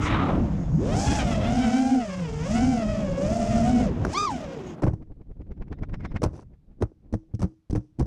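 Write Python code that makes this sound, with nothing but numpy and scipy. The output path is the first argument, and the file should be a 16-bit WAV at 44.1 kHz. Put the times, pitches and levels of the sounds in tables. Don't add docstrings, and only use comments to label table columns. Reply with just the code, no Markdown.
import sys
import numpy as np
from scipy import signal
from scipy.fft import rfft, irfft
from scipy.io import wavfile
from scipy.ndimage import uniform_filter1d, minimum_filter1d

SR = 44100
rng = np.random.default_rng(int(sys.argv[2]) if len(sys.argv) > 2 else 0)


def store_wav(level_fs):
    pcm = np.round(np.clip(np.atleast_2d(level_fs), -1, 1) * 32767)
    wavfile.write(sys.argv[1], SR, pcm.T.astype(np.int16))


N = 355446
TIME = np.arange(N) / SR
FLIP_S, EDGE_S, LANDING_S = 4.09, 4.83, 6.275


def from_db(db):
    return 10 ** (np.asarray(db) / 20)


def rms_one(x):
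    return x / np.sqrt(np.mean(x ** 2) + 1e-20)


def in_time(rows):
    s, *columns = np.transpose(rows)
    return [np.interp(TIME, s, c) for c in columns]


def until(end, fade):
    return np.clip(1 - (TIME - end) / fade, 0, 1)


def during(start, end, fade):
    return np.clip(np.minimum(TIME - start, end - TIME) / fade + .5, 0, 1)


def at_hz(points, hz):
    f, db = np.transpose(points)
    return from_db(np.interp(np.log(np.maximum(hz, 1)), np.log(f), db))


def with_skirts(spectrum, hz):
    low_skirt = np.minimum(1, hz / spectrum[0][0]) ** 2
    high_skirt = np.minimum(1, spectrum[-1][0] / hz) ** 2
    return at_hz(spectrum, hz) * low_skirt * high_skirt


def noise(spectrum):
    hz = np.arange(N // 2 + 1) * SR / N + 1e-3
    return rms_one(irfft(rfft(rng.standard_normal(N)) * with_skirts(spectrum, hz), N))


def coloured(x, spectrum):
    hz = np.linspace(1e-3, SR / 2, 4097)
    cepstrum = irfft(np.log(with_skirts(spectrum, hz) + 1e-6))
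    folded = 2 * cepstrum * (np.arange(len(cepstrum)) < len(hz))
    response = irfft(np.exp(rfft(folded)))
    return signal.oaconvolve(x, response / np.sqrt(np.sum(response ** 2)))[:N]


def drift(rate):
    r = np.exp(-40 * np.pi * rate / SR)
    slow = signal.lfilter([1], [1, -2 * r, r * r], rng.standard_normal(N // 20 + 4002))[4000:]
    return np.interp(np.arange(N) / 20, np.arange(len(slow)), rms_one(slow))


def flicker(depth_db, rate):
    return from_db(depth_db * np.clip(drift(rate), -2, 2))


def lumpy(spectrum, depth_db, rate):
    return rms_one(noise(spectrum) * flicker(depth_db, rate))


def gritty(depth_db, rate):
    return rms_one(rng.standard_normal(N) * flicker(depth_db, rate))


def ring(clicks, hz, t60):
    r, w = from_db(-60 / (t60 * SR)), 2 * np.pi * hz / SR
    return signal.lfilter([0, np.sin(w)], [1, -2 * r * np.cos(w), r * r], clicks + 1e-18)


def dying(clicks, t60):
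    return signal.lfilter([1], [1, -from_db(-60 / (t60 * SR))], clicks + 1e-18)


# [start_s, shaft_hz]
SHAFT_SPEED = [(0, 99.8), (.31, 93.07), (.47, 64.9), (.62, 59.04), (.69, 52.1), (.72, 41.85), (.78, 69.2),
               (.84, 132), (.9, 189.9), (1.0, 257.1), (1.16, 276.4), (1.24, 242.5), (1.31, 230.4),
               (1.4, 202.6), (1.57, 252.8), (1.68, 241.9), (1.82, 261.2), (1.91, 265.3), (1.99, 243.7),
               (2.09, 195.9), (2.2, 179.7), (2.28, 153.3), (2.39, 148.4), (2.44, 165.2), (2.56, 240.4),
               (2.66, 261), (2.74, 252), (2.85, 214.4), (3.0, 210.2), (3.08, 186.4), (3.2, 184.6),
               (3.34, 225.1), (3.61, 228.6), (3.81, 251), (3.86, 220.2), (3.91, 127.9), (3.99, 89.96),
               (4.07, 150.1), (4.125, 225), (4.148, 360.7), (4.183, 413.4), (4.2, 412.7), (4.22, 423.2),
               (4.236, 413.4), (4.253, 421), (4.31, 287.1), (4.35, 245.5), (4.4, 229), (4.47, 181.8),
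               (4.54, 177.4), (4.6, 135.7), (4.73, 112.7)]
# [start_s, spread as a share of the speed]
STEERING_SPREAD = [(0, 0.28), (.45, .22), (.62, 0.094), (.76, 0.099), (.88, 0.26), (1.03, 0.14),
                   (1.15, 0.13), (1.45, 0.094), (1.6, 0.075), (2.0, 0.068), (2.1, 0.031), (2.5, 0.036),
                   (2.62, 0.073), (2.85, 0.051), (3.02, 0.055), (3.15, 0.041), (3.35, 0.081), (3.8, 0.07),
                   (4.02, 0.2), (4.18, 0.029), (4.26, 0.038), (4.34, 0.052), (4.8, .06)]
# [offset in spreads, hum_db, blade_tone_db, overtones_db, lateness in lags]
ROTOR_MOTORS = [(.05, -5, -2, -1.5, 0), (-.65, -5, -9, -10, .8), (.4, -6.5, -9.5, -10, -.6),
                (-1.6, -9, -7, -5, 1)]
# [start_s, end_s, lag_s]
MOTOR_STAGGERS = [(.79, .98, .07), (4.265, 4.34, .022)]
# [shaft_hz, relative level_db]
HUM_RESPONSE = [(60, -37.5), (120, -29.5), (145, -34.5), (188, -31), (220, -29), (243, -18.5), (266, -19),
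                (300, -33), (420, -41)]
# [frequency_hz, relative level_db]
RASP_SPECTRUM = [(500, 7), (900, 6.5), (1500, 1), (2400, -1), (3200, -5), (4200, -18), (5200, -8.5),
                 (7000, -36), (10000, -41.5)]
# [multiple of the shaft speed, level_db relative to the blade tone]
SCREAM_PARTIALS = [(2, -16), (4, -25.5), (6, -12.5), (8, -26), (9, -15), (11, -25), (12, -12.5), (13, -24),
                   (15, -15), (18, -22.5)]
# [start_s, end_s, level_db moved from overtones to wash]
AIR_CHURN = [(1.1, 1.45, 1.5), (1.9, 3.0, -1.5), (3.2, 3.9, 1.5), (4.33, 4.9, 2.5)]
# [frequency_hz, relative level_db]
WASH_SPECTRUM = [(300, -21), (700, 11.5), (1100, -4.5), (1800, -6.5), (2500, -5), (3400, -6.5),
                 (4300, -16.5), (6000, -23.5)]
# [frequency_hz, relative level_db]
HISS_SPECTRUM = [(2500, -33.5), (4200, -6), (5000, 4), (6500, 5), (7800, -1), (9000, -9), (10800, -18),
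                 (12000, -35.5), (14000, -29.5), (16000, -55.5)]
FULL_FROM_HZ, FULL_SPAN_HZ = 281, 76
CLEAN_DB = -18
WAKE_FROM_S, WAKE_TO_S, WAKE_JITTER = .74, 1.58, .03
WAKE_HZ, WAKE_WIDTH_HZ, WAKE_DB, WAKE_HISS_DB = 3520, 610, 6, -6.5


def rotors(scream_db=-1.5, partial_flicker_db=1.5, second_db=-21, wander=.25, jitter=0.006, swell_db=4.0,
           stop_s=4.735):
    speed, = in_time(SHAFT_SPEED)
    spread, = in_time(STEERING_SPREAD)
    full = np.clip((speed - FULL_FROM_HZ) / FULL_SPAN_HZ, 0, 1)
    ragged = from_db(CLEAN_DB * full)
    churn = sum(db * during(start, end, fade=.08) for start, end, db in AIR_CHURN)
    lag = sum(s * during(start, end, fade=.06) for start, end, s in MOTOR_STAGGERS)
    wake = during(WAKE_FROM_S, WAKE_TO_S, fade=.25)
    hum, blade, rasp, hiss = rotor_levels(speed, full)
    unbalance = from_db(hum) * at_hz(HUM_RESPONSE, speed)
    orders = np.arange(4, 37)
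    weights = overtone_weights(orders, speed[::50], wake[::50])

    def phase():
        return rng.uniform(0, 2 * np.pi)

    tones, passing = 0, 0
    for offset, own_hum_db, own_blade_db, own_rasp_db, lateness in ROTOR_MOTORS:
        late_speed = np.interp(TIME - lateness * lag, TIME, speed)
        steering = spread * (offset + wander * drift(5))
        shudder = jitter * (1 - full / 2) * drift(44) + WAKE_JITTER * wake * drift(70)
        hz = late_speed * (1 + steering + shudder)
        turns = np.cumsum(hz) / SR + rng.random()
        angle = (2 * np.pi * (turns % 1)).astype(np.float32)

        shake = np.sin(angle) + from_db(second_db) * np.sin(2 * angle)
        shake = from_db(own_hum_db) * unbalance * shake
        overtones = 0
        for k, w in zip(orders, weights):
            height = np.repeat(w.astype(np.float32), 50)[:N]
            overtones = overtones + height * np.sin(int(k) * angle + phase())
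        scream = 0
        for k, db in SCREAM_PARTIALS:
            height = from_db(db + scream_db + partial_flicker_db * drift(37.83))
            scream = scream + height * np.sin(round(k) * angle + phase())
        swell = rms_one(flicker(swell_db, 18))
        whine = from_db(own_blade_db + blade) * (np.sin(3 * angle) + full * swell * scream)
        buzz = from_db(own_rasp_db + rasp - churn) * ragged * swell * overtones
        share = from_db(full * (own_blade_db - ROTOR_MOTORS[0][2]))
        tones = tones + shake + share * (whine + buzz)
        passing = passing + from_db(own_blade_db) * np.cos(3 * angle)
    air = blade_air(rasp + churn, hiss, wake, passing)
    return np.sqrt(2) * tones * until(stop_s, 0.0082) + air * ragged * until(stop_s, 0.023)


def overtone_weights(orders, speed, wake):
    weights = []
    for k in orders:
        hz = k * speed
        harsh_band = np.exp(-((hz - WAKE_HZ) / WAKE_WIDTH_HZ) ** 2)
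        weights.append(at_hz(RASP_SPECTRUM, hz) * from_db(WAKE_DB * wake * harsh_band) * (.22 if k % 3 else 1))
    return weights / np.sqrt(np.sum(np.square(weights), axis=0))


def blade_air(wash, hiss, wake, passing, wash_db=-1.0, hiss_db=-5.5, chop=0.86):
    dull = signal.sosfilt(signal.butter(8, 7800, fs=SR, output="sos"), noise(HISS_SPECTRUM))
    bright = np.clip((hiss + 54) / 9, 0, 1)
    tip = np.sqrt(bright) * noise(HISS_SPECTRUM) + np.sqrt(1 - bright) * dull
    churned = from_db(wash + wash_db) * lumpy(WASH_SPECTRUM, depth_db=2.0, rate=26)
    air = churned + from_db(hiss + hiss_db + WAKE_HISS_DB * wake) * tip
    return air * rms_one(1 + chop * passing)


# [cruise_db, db per octave of speed,
# db per Hz that the shafts run ahead of the inflow, db more at full throttle]
RASP_LOADING = (-45.5, 4, 0.0186, 7.5)
HISS_LOADING = (-48, -4, 0.1649, -3.5)
# [start_s, end_s, blade_tone_db, rasp_db, tip_hiss_db]
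LOADING_CHANGES = [(-.1, 0.38, -0.5, -2, -14.5), (0.373, 0.832, 4, 0.5, -13.5), (0.72, 0.812, 7, -8.5, 3),
                   (0.845, 0.962, 1.5, 1, -8.5), (2.048, 2.449, -7, 1.5, 5), (3.934, 4.14, -12, -1, -0.5),
                   (4.343, 4.902, -7, -1.5, 1)]
# [start_s, end_s, rasp_db, tip_hiss_db]
STRONGER_STRETCHES = [(1.084, 1.25, 6.5, 1.5), (1.292, 1.355, 8.5, 7.5), (1.392, 1.8, 5, 1.5),
                      (2.448, 2.56, 6.5, 5.5), (3.482, 3.827, 3.5, 0.5)]
CRUISE_HZ = 263
INFLOW_LAG_S = 0.53
BLADE_TONE_DB, BLADE_FULL_DB = -32.5, 8
HUM_FADES_FROM_HZ, HUM_FADE_DB_PER_HZ = 32, 0.2
SKIM_FROM_S, SKIM_TO_S, SKIM_DB = 3.175, 3.71, 3.5


def rotor_levels(speed, full, fade_s=0.074, inverted_hum_db=-16.0):
    lag = np.exp(-1 / (INFLOW_LAG_S * SR))
    gained = speed - speed[0]
    ahead = gained - signal.lfilter([1 - lag], [1, -lag], gained)
    octaves = np.log2(speed / CRUISE_HZ)
    rasp, hiss = [db + per_octave * octaves + per_hz * ahead + full_db * full
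                  for db, per_octave, per_hz, full_db in (RASP_LOADING, HISS_LOADING)]
    blade = BLADE_TONE_DB + BLADE_FULL_DB * full
    for start, end, blade_db, rasp_db, hiss_db in LOADING_CHANGES:
        on = during(start, end, fade_s)
        blade, rasp, hiss = blade + blade_db * on, rasp + rasp_db * on, hiss + hiss_db * on
    for start, end, rasp_db, hiss_db in STRONGER_STRETCHES:
        on = during(start, end, fade_s)
        rasp, hiss = rasp + rasp_db * on, hiss + hiss_db * on
    skim = SKIM_DB * during(SKIM_FROM_S, SKIM_TO_S, fade=0.026)
    hum = -HUM_FADE_DB_PER_HZ * np.maximum(ahead - HUM_FADES_FROM_HZ, 0)
    hum = hum + inverted_hum_db * during(FLIP_S, EDGE_S, fade_s)
    return hum * (1 - full), blade + skim, rasp, hiss + skim


# [start_s, pitch_hz, thud_db, clack_db, crack_db]
CONTACT_BLOWS = [(4.0496, 248, -13, -5.5, -31), (4.065, 109.5, -23, -21, -44), (4.82, 293, -35, -23.5, -46),
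                 (4.826, 256, -22, -23.5, -59), (4.834, 337, -15, -15, -56), (4.8398, 110, -5, -20, -44),
                 (4.851, 180, -21, -27, -54), (4.865, 138, -16, -23.5, -58), (4.872, 330, -14, -25, -54),
                 (4.88, 123, -10, -21, -61), (4.893, 100, -19.5, -34, -66), (4.908, 110, -27, -44, -74),
                 (4.933, 133, -18.5, -33, -62), (6.218, 298, -32, -23, -42), (6.23, 121, -14, -21, -38),
                 (6.237, 202, -16, -11, -25), (6.248, 69.6, -27, -18.5, -46), (6.26, 91, -11, -21, -50),
                 (6.805, 309, -32, -44, -67), (6.8127, 290, -19, -37, -57), (6.8216, 278, -18, -15.5, -39),
                 (6.8323, 103, -17, -30, -66), (7.126, 265, -22, -40, -48.5),
                 (7.1383, 207, -11, -23.5, -46), (7.149, 110, -23, -41, -67), (7.3383, 100, -20, -55, -65),
                 (7.347, 98, -27, -51, -54), (7.393, 255, -29, -38, -50), (7.403, 244, -27, -37, -50),
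                 (7.417, 90.5, -21, -29, -42.5), (7.426, 212, -13, -22, -44), (7.438, 117.4, -16, -28, -54),
                 (7.449, 95, -20, -33.5, -75), (7.698, 200, -21, -42, -54), (7.706, 248, -26, -34.5, -46.5),
                 (7.728, 70.6, -13.5, -35, -47), (7.75, 201, -19, -25.5, -48),
                 (7.757, 186.3, -11.5, -22.5, -47), (7.764, 119, -15.5, -35, -57),
                 (7.774, 129.5, -19.5, -36, -62), (7.988, 223, -20, -41, -57),
                 (7.994, 121, -19, -34, -39.5), (8.001, 257, -16, -26, -65), (8.009, 114, -15, -24.5, -50),
                 (8.024, 133, -17.5, -35, -56), (8.057, 267, -32, -37, -54)]
# [frequency_hz, relative level_db, t60_s]
FRAME_MODES = [(35.7, -4, 0.18), (57.7, 6.5, 0.11), (111, 5, 0.091), (190, 6, 0.069), (302, -5.5, 0.058),
               (447, -13.5, 0.042), (483, -10.5, 0.048)]
# [frequency_hz, relative level_db, t60_s]
ARM_MODES = [(127, -21, .22), (303, -28, .32), (320, -25, .34), (525, -33, .17)]
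# [frequency_hz, relative level_db]
CLACK_SPECTRUM = [(150, -4), (350, 11), (650, 1.5), (1000, -4.5), (1500, -12.5), (2300, -24), (3500, -35),
                  (6000, -41)]
# [frequency_hz, relative level_db]
CRACK_SPECTRUM = [(1200, -7), (2400, -3.5), (3700, -6.5), (4400, -3), (5200, 1), (6000, 3.5), (7000, -6.5),
                  (8500, -6.5), (10800, -14.5), (12500, -32), (15000, -30.5)]


def knocks(knock_db=0.0, knock_t60=0.04, thud_db=-12.0, arms_db=-6.5, clack_db=4.0, clack_t60=0.02,
           rattle_db=-24, rattle_t60=.14, crack_db=0.5, crack_t60=0.025, settle_db=-34.0, settle_t60=0.43,
           press_s=0.0015):
    s, pitch, thud, clack, crack = np.transpose(CONTACT_BLOWS)

    def clicks(db):
        return np.bincount(np.round(s * SR).astype(int), from_db(db), N)[:N]

    def burst(db, t60):
        give = np.exp(-1 / (press_s * SR))
        return signal.lfilter([1 - give], [1, -give], dying(clicks(db), t60))

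    modes = [(hz, db + thud_db, t60) for hz, db, t60 in FRAME_MODES]
    modes += [(hz, db + arms_db, t60) for hz, db, t60 in ARM_MODES]
    body = np.zeros(N)
    for k, (hz, db, t60) in enumerate(modes):
        struck = clicks(thud + db + rng.normal(0, 4.2, len(s)))
        body += ring(struck, hz, t60) * (-1) ** k
    for start, hz, db in zip(s, pitch, thud):
        near = slice(int(start * SR) + 1, int((start + .15) * SR))
        t = TIME[near] - start
        decay = np.exp(-np.log(1000) * t / knock_t60)
        body[near] += from_db(db + knock_db) * decay * np.sin(2 * np.pi * hz * t)
    rattle = burst(clack + rattle_db, rattle_t60) * gritty(depth_db=3.0, rate=140)
    clacking = burst(clack + clack_db, clack_t60) * rng.standard_normal(N)
    plastic = coloured(clacking + rattle, CLACK_SPECTRUM)
    cracking = burst(crack + crack_db, crack_t60)
    settling = burst(np.minimum(crack, -48) + settle_db, settle_t60)
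    grit = coloured((cracking + settling) * gritty(depth_db=2.0, rate=330), CRACK_SPECTRUM)
    return signal.sosfilt(signal.butter(2, 900, fs=SR, output="sos"), body) + plastic + grit


SKID_FROM_S, SKID_TO_S, SKID_DB = 6.328, 6.435, -65.5


def skid(scuff_db=20.5, loss_db_per_s=50):
    scuff = from_db(scuff_db) * lumpy(CLACK_SPECTRUM, depth_db=6.5, rate=51)
    grit = lumpy(CRACK_SPECTRUM, depth_db=3.5, rate=150) + scuff
    level = SKID_DB - loss_db_per_s * np.maximum(TIME - SKID_FROM_S, 0)
    return from_db(level) * during(SKID_FROM_S, SKID_TO_S, fade=0.016) * grit


# [frequency_hz, relative level_db]
PUFF_SPECTRUM = [(25, 14.5), (70, 6.5), (130, -0.5), (280, -2.5), (450, -12), (800, -24), (1500, -44.5),
                 (3000, -86)]
# [frequency_hz, relative level_db]
TEAR_SPECTRUM = [(300, -9), (700, 15), (1200, 9.5), (2200, 6), (3500, -9.5), (5500, -12), (8000, -24),
                 (12000, -46)]
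# [apex_db, db per doubling of the airspeed]
PUFF_FALL = (-45, 5.3)
TEAR_FALL = (-68, 13.2)
# [start_s, relative puff level_db]
SOFT_SWELLS = [(6.538, -54.5), (6.717, -56.5), (6.815, -54.5), (7.068, -59), (7.132, -55), (7.32, -59),
               (7.995, -61)]
SWELL_TEAR_DB, SWELL_STRETCH = -18, 1.8
FIRST_TURN_S, TURN_S, TURN_SLOWS_S = 5.025, .0956, .00162


def spin(puff_db=8.5, puff_s=0.015, puff_early_s=0.0078, tear_s=0.0065, lead_s=0.046, lead_puff_db=-12,
         lead_tear_db=-15, flap_db=1, flap_s=0.0033, flap_early_s=0.0201, count=12):
    k = np.arange(count)
    times = FIRST_TURN_S + TURN_S * k + TURN_SLOWS_S * k * (k - 1) / 2
    turns = [(s, fall_level(s, PUFF_FALL), fall_level(s, TEAR_FALL), 1) for s in times]
    swells = [(s, db, db + SWELL_TEAR_DB, SWELL_STRETCH) for s, db in SOFT_SWELLS]
    low, high, flaps = np.zeros((3, N))
    for s, puff, tear, stretch in turns + swells:
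        near = slice(int((s - .15) * SR), int((s + .15) * SR))
        t = (TIME[near] - s) / stretch
        main_puff = np.exp(-((t + puff_early_s) / puff_s) ** 2)
        lead_puff = from_db(lead_puff_db) * np.exp(-((t + lead_s) / puff_s) ** 2)
        low[near] += from_db(puff) * (main_puff + lead_puff)
        main_tear = np.exp(-abs(t) / tear_s)
        lead_tear = from_db(lead_tear_db) * np.exp(-abs(t + lead_s) / tear_s)
        high[near] += from_db(tear) * (main_tear + lead_tear)
        u = (t + flap_early_s) / flap_s
        flaps[near] += from_db(puff + flap_db) * (2 * u ** 2 - 1) * np.exp(-u ** 2)
    tearing = high * lumpy(TEAR_SPECTRUM, depth_db=2.5, rate=300)
    return flaps + from_db(puff_db) * low * noise(PUFF_SPECTRUM) + tearing


APEX_S, FORWARD_M_PER_S, GRAVITY_M_PER_S2 = 5.226, 1.5, 9.81


def fall_level(s, law):
    apex_db, db_per_doubling = law
    airspeed = np.hypot(FORWARD_M_PER_S, GRAVITY_M_PER_S2 * (s - APEX_S))
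    return apex_db + db_per_doubling * np.log2(airspeed / FORWARD_M_PER_S)


# [peak_s, peak_db, rise in db per s, fall in db per s]
DIVE_RUSHES = [(.045, -41, 300, 240), (.11, -30.5, 90, 72), (.19, -26.5, 35, 58), (.34, -26.5, 70, 130)]
# [frequency_hz, relative level_db]
DIVE_RASP_SPECTRUM = [(1000, -14), (1500, -3.5), (2000, 1), (2600, -5), (3800, -9), (4600, -23.5),
                      (12000, -53.5)]
# [frequency_hz, relative level_db]
ROAR_SPECTRUM = [(300, 2.5), (500, 2), (800, 3), (1250, 11.5), (1600, -6), (2500, -42.5)]
# [frequency_hz, relative level_db]
FLUTTER_SPECTRUM = [(80, -9), (160, 3), (280, 5), (400, -6), (600, -7.5), (1000, -16), (2000, -29.5)]
HOWL_FROM_S, HOWL_TO_S = .2, 0.43
HOWL_HZ, HOWL_OCTAVES_PER_S, HOWL_DB = 940, -5, -32.5


def dive(rush_db=-1.5, end_s=0.367):
    rush = 0
    spectra = (HISS_SPECTRUM, DIVE_RASP_SPECTRUM, ROAR_SPECTRUM, FLUTTER_SPECTRUM)
    for (s, db, rise, fall), spectrum in zip(DIVE_RUSHES, spectra):
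        level = db - np.maximum(rise * (s - TIME), fall * (TIME - s))
        rush = rush + from_db(level) * noise(spectrum)
    rush = rush * from_db(rush_db + 2.0 * drift(70)) * during(-0.0064, end_s, fade=0.065)
    hz = HOWL_HZ * 2 ** (HOWL_OCTAVES_PER_S * (TIME - HOWL_FROM_S))
    eddies = signal.sosfilt(signal.butter(3, 190, fs=SR, output="sos"), rng.standard_normal(N))
    howl = np.sqrt(2) * rms_one(eddies) * np.sin(2 * np.pi * np.cumsum(hz) / SR)
    return rush + from_db(HOWL_DB) * howl * during(HOWL_FROM_S, HOWL_TO_S, fade=0.099)


# [start_s, relative level_db]
FLIGHT_WIND = [(0.0, -25.5), (0.05, -33.5), (0.12, -27), (.38, -23), (.49, -28.5), (.72, -30.5),
               (0.82, -29.5), (0.94, -24), (1.46, -27.5), (2.02, -44.5), (2.56, -29.5), (2.72, -32),
               (3.83, -27.5), (4.07, -25.5), (4.13, -37.5), (4.55, -48), (4.71, -40), (4.78, -62)]
# [frequency_hz, relative level_db]
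RUMBLE_SPECTRUM = [(15, -14), (30, -3.5), (60, 1), (110, -1), (160, -2), (250, -13), (500, -35.5)]
# [relative apex_db, db per doubling of the airspeed]
WIND_FALL = (-55, 6.1)
# [relative landing_db, db per s]
TUMBLE_WIND = (-55.5, -7)
WIND_REF_DB, FLUTTER_DB, FLUTTER_FOLLOWS = -28, -33.5, 1.3
INVERTED_FLUTTER_DB = -40


def wind(rumble_db=0.5, settle_s=0.23):
    flight, = in_time(FLIGHT_WIND)
    facing, airborne = until(EDGE_S, 0.16), until(LANDING_S, settle_s)
    landing_db, db_per_s = TUMBLE_WIND
    tumbling = landing_db + db_per_s * (TIME - LANDING_S)
    spinning = airborne * fall_level(TIME, WIND_FALL) + (1 - airborne) * tumbling
    level = facing * flight + (1 - facing) * spinning
    flutter = from_db(FLUTTER_DB + FLUTTER_FOLLOWS * (level - WIND_REF_DB))
    flutter = flutter + from_db(INVERTED_FLUTTER_DB) * during(FLIP_S, EDGE_S, fade=0.057)
    rumble = from_db(level + rumble_db) * lumpy(RUMBLE_SPECTRUM, depth_db=2.5, rate=10)
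    eddies = rumble + flutter * lumpy(FLUTTER_SPECTRUM, depth_db=2.0, rate=20)
    sheltered = signal.sosfilt(signal.butter(4, 520, fs=SR, output="sos"), eddies)
    return facing * eddies + (1 - facing) * sheltered


# [start_s, end_s, pitch_hz, level_db]
THIN_WHISTLES = [(0.42, 0.89, 6650, -66), (4.655, 4.75, 6596, -66), (5.7, 6.235, 3650, -80),
                 (5.9, 6.235, 5250, -81), (6.0, 6.235, 2100, -71)]


def whistles(width_hz=160):
    out = 0
    t60 = np.log(1000) / (np.pi * width_hz)
    for start, end, hz, db in THIN_WHISTLES:
        swell = np.clip(np.minimum(TIME - start, end - TIME) / 0.018, 0, 1)
        band = rms_one(ring(gritty(depth_db=-9.0, rate=5.2), hz, t60))
        out = out + from_db(db) * swell * band
    return out


def deck(x, wet_db=-34.5, t60=0.12):
    dull = noise([(100, 0), (500, 0), (2000, -6), (6000, -10), (12000, -25)])
    tail = (dull * from_db(-60 * TIME / t60))[:SR]
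    return from_db(wet_db) * signal.fftconvolve(x, tail / np.sqrt(np.sum(tail ** 2)))[:N]


def faint_hiss(level_db=-83.5):
    return from_db(level_db) * noise([(100, -5.5), (1000, -13.0), (4000, -21.0), (15000, -33.5)])


def scene():
    hits = knocks()
    sources = rotors() + hits + skid() + spin() + dive() + wind() + whistles()
    return (sources + deck(hits) + faint_hiss())[None]


def record(dry, ceiling=.235, release_db_per_s=499.5):
    over = 20 * np.log10(np.maximum(np.abs(dry[0]) / ceiling, 1))
    held = np.maximum.accumulate(over + release_db_per_s * TIME) - release_db_per_s * TIME
    gain = uniform_filter1d(minimum_filter1d(from_db(-held), size=89), size=89)
    return signal.sosfilt(signal.cheby2(14, 70, 15800, fs=SR, output="sos"), dry * gain)


dry = scene()
out = record(dry)
store_wav(out)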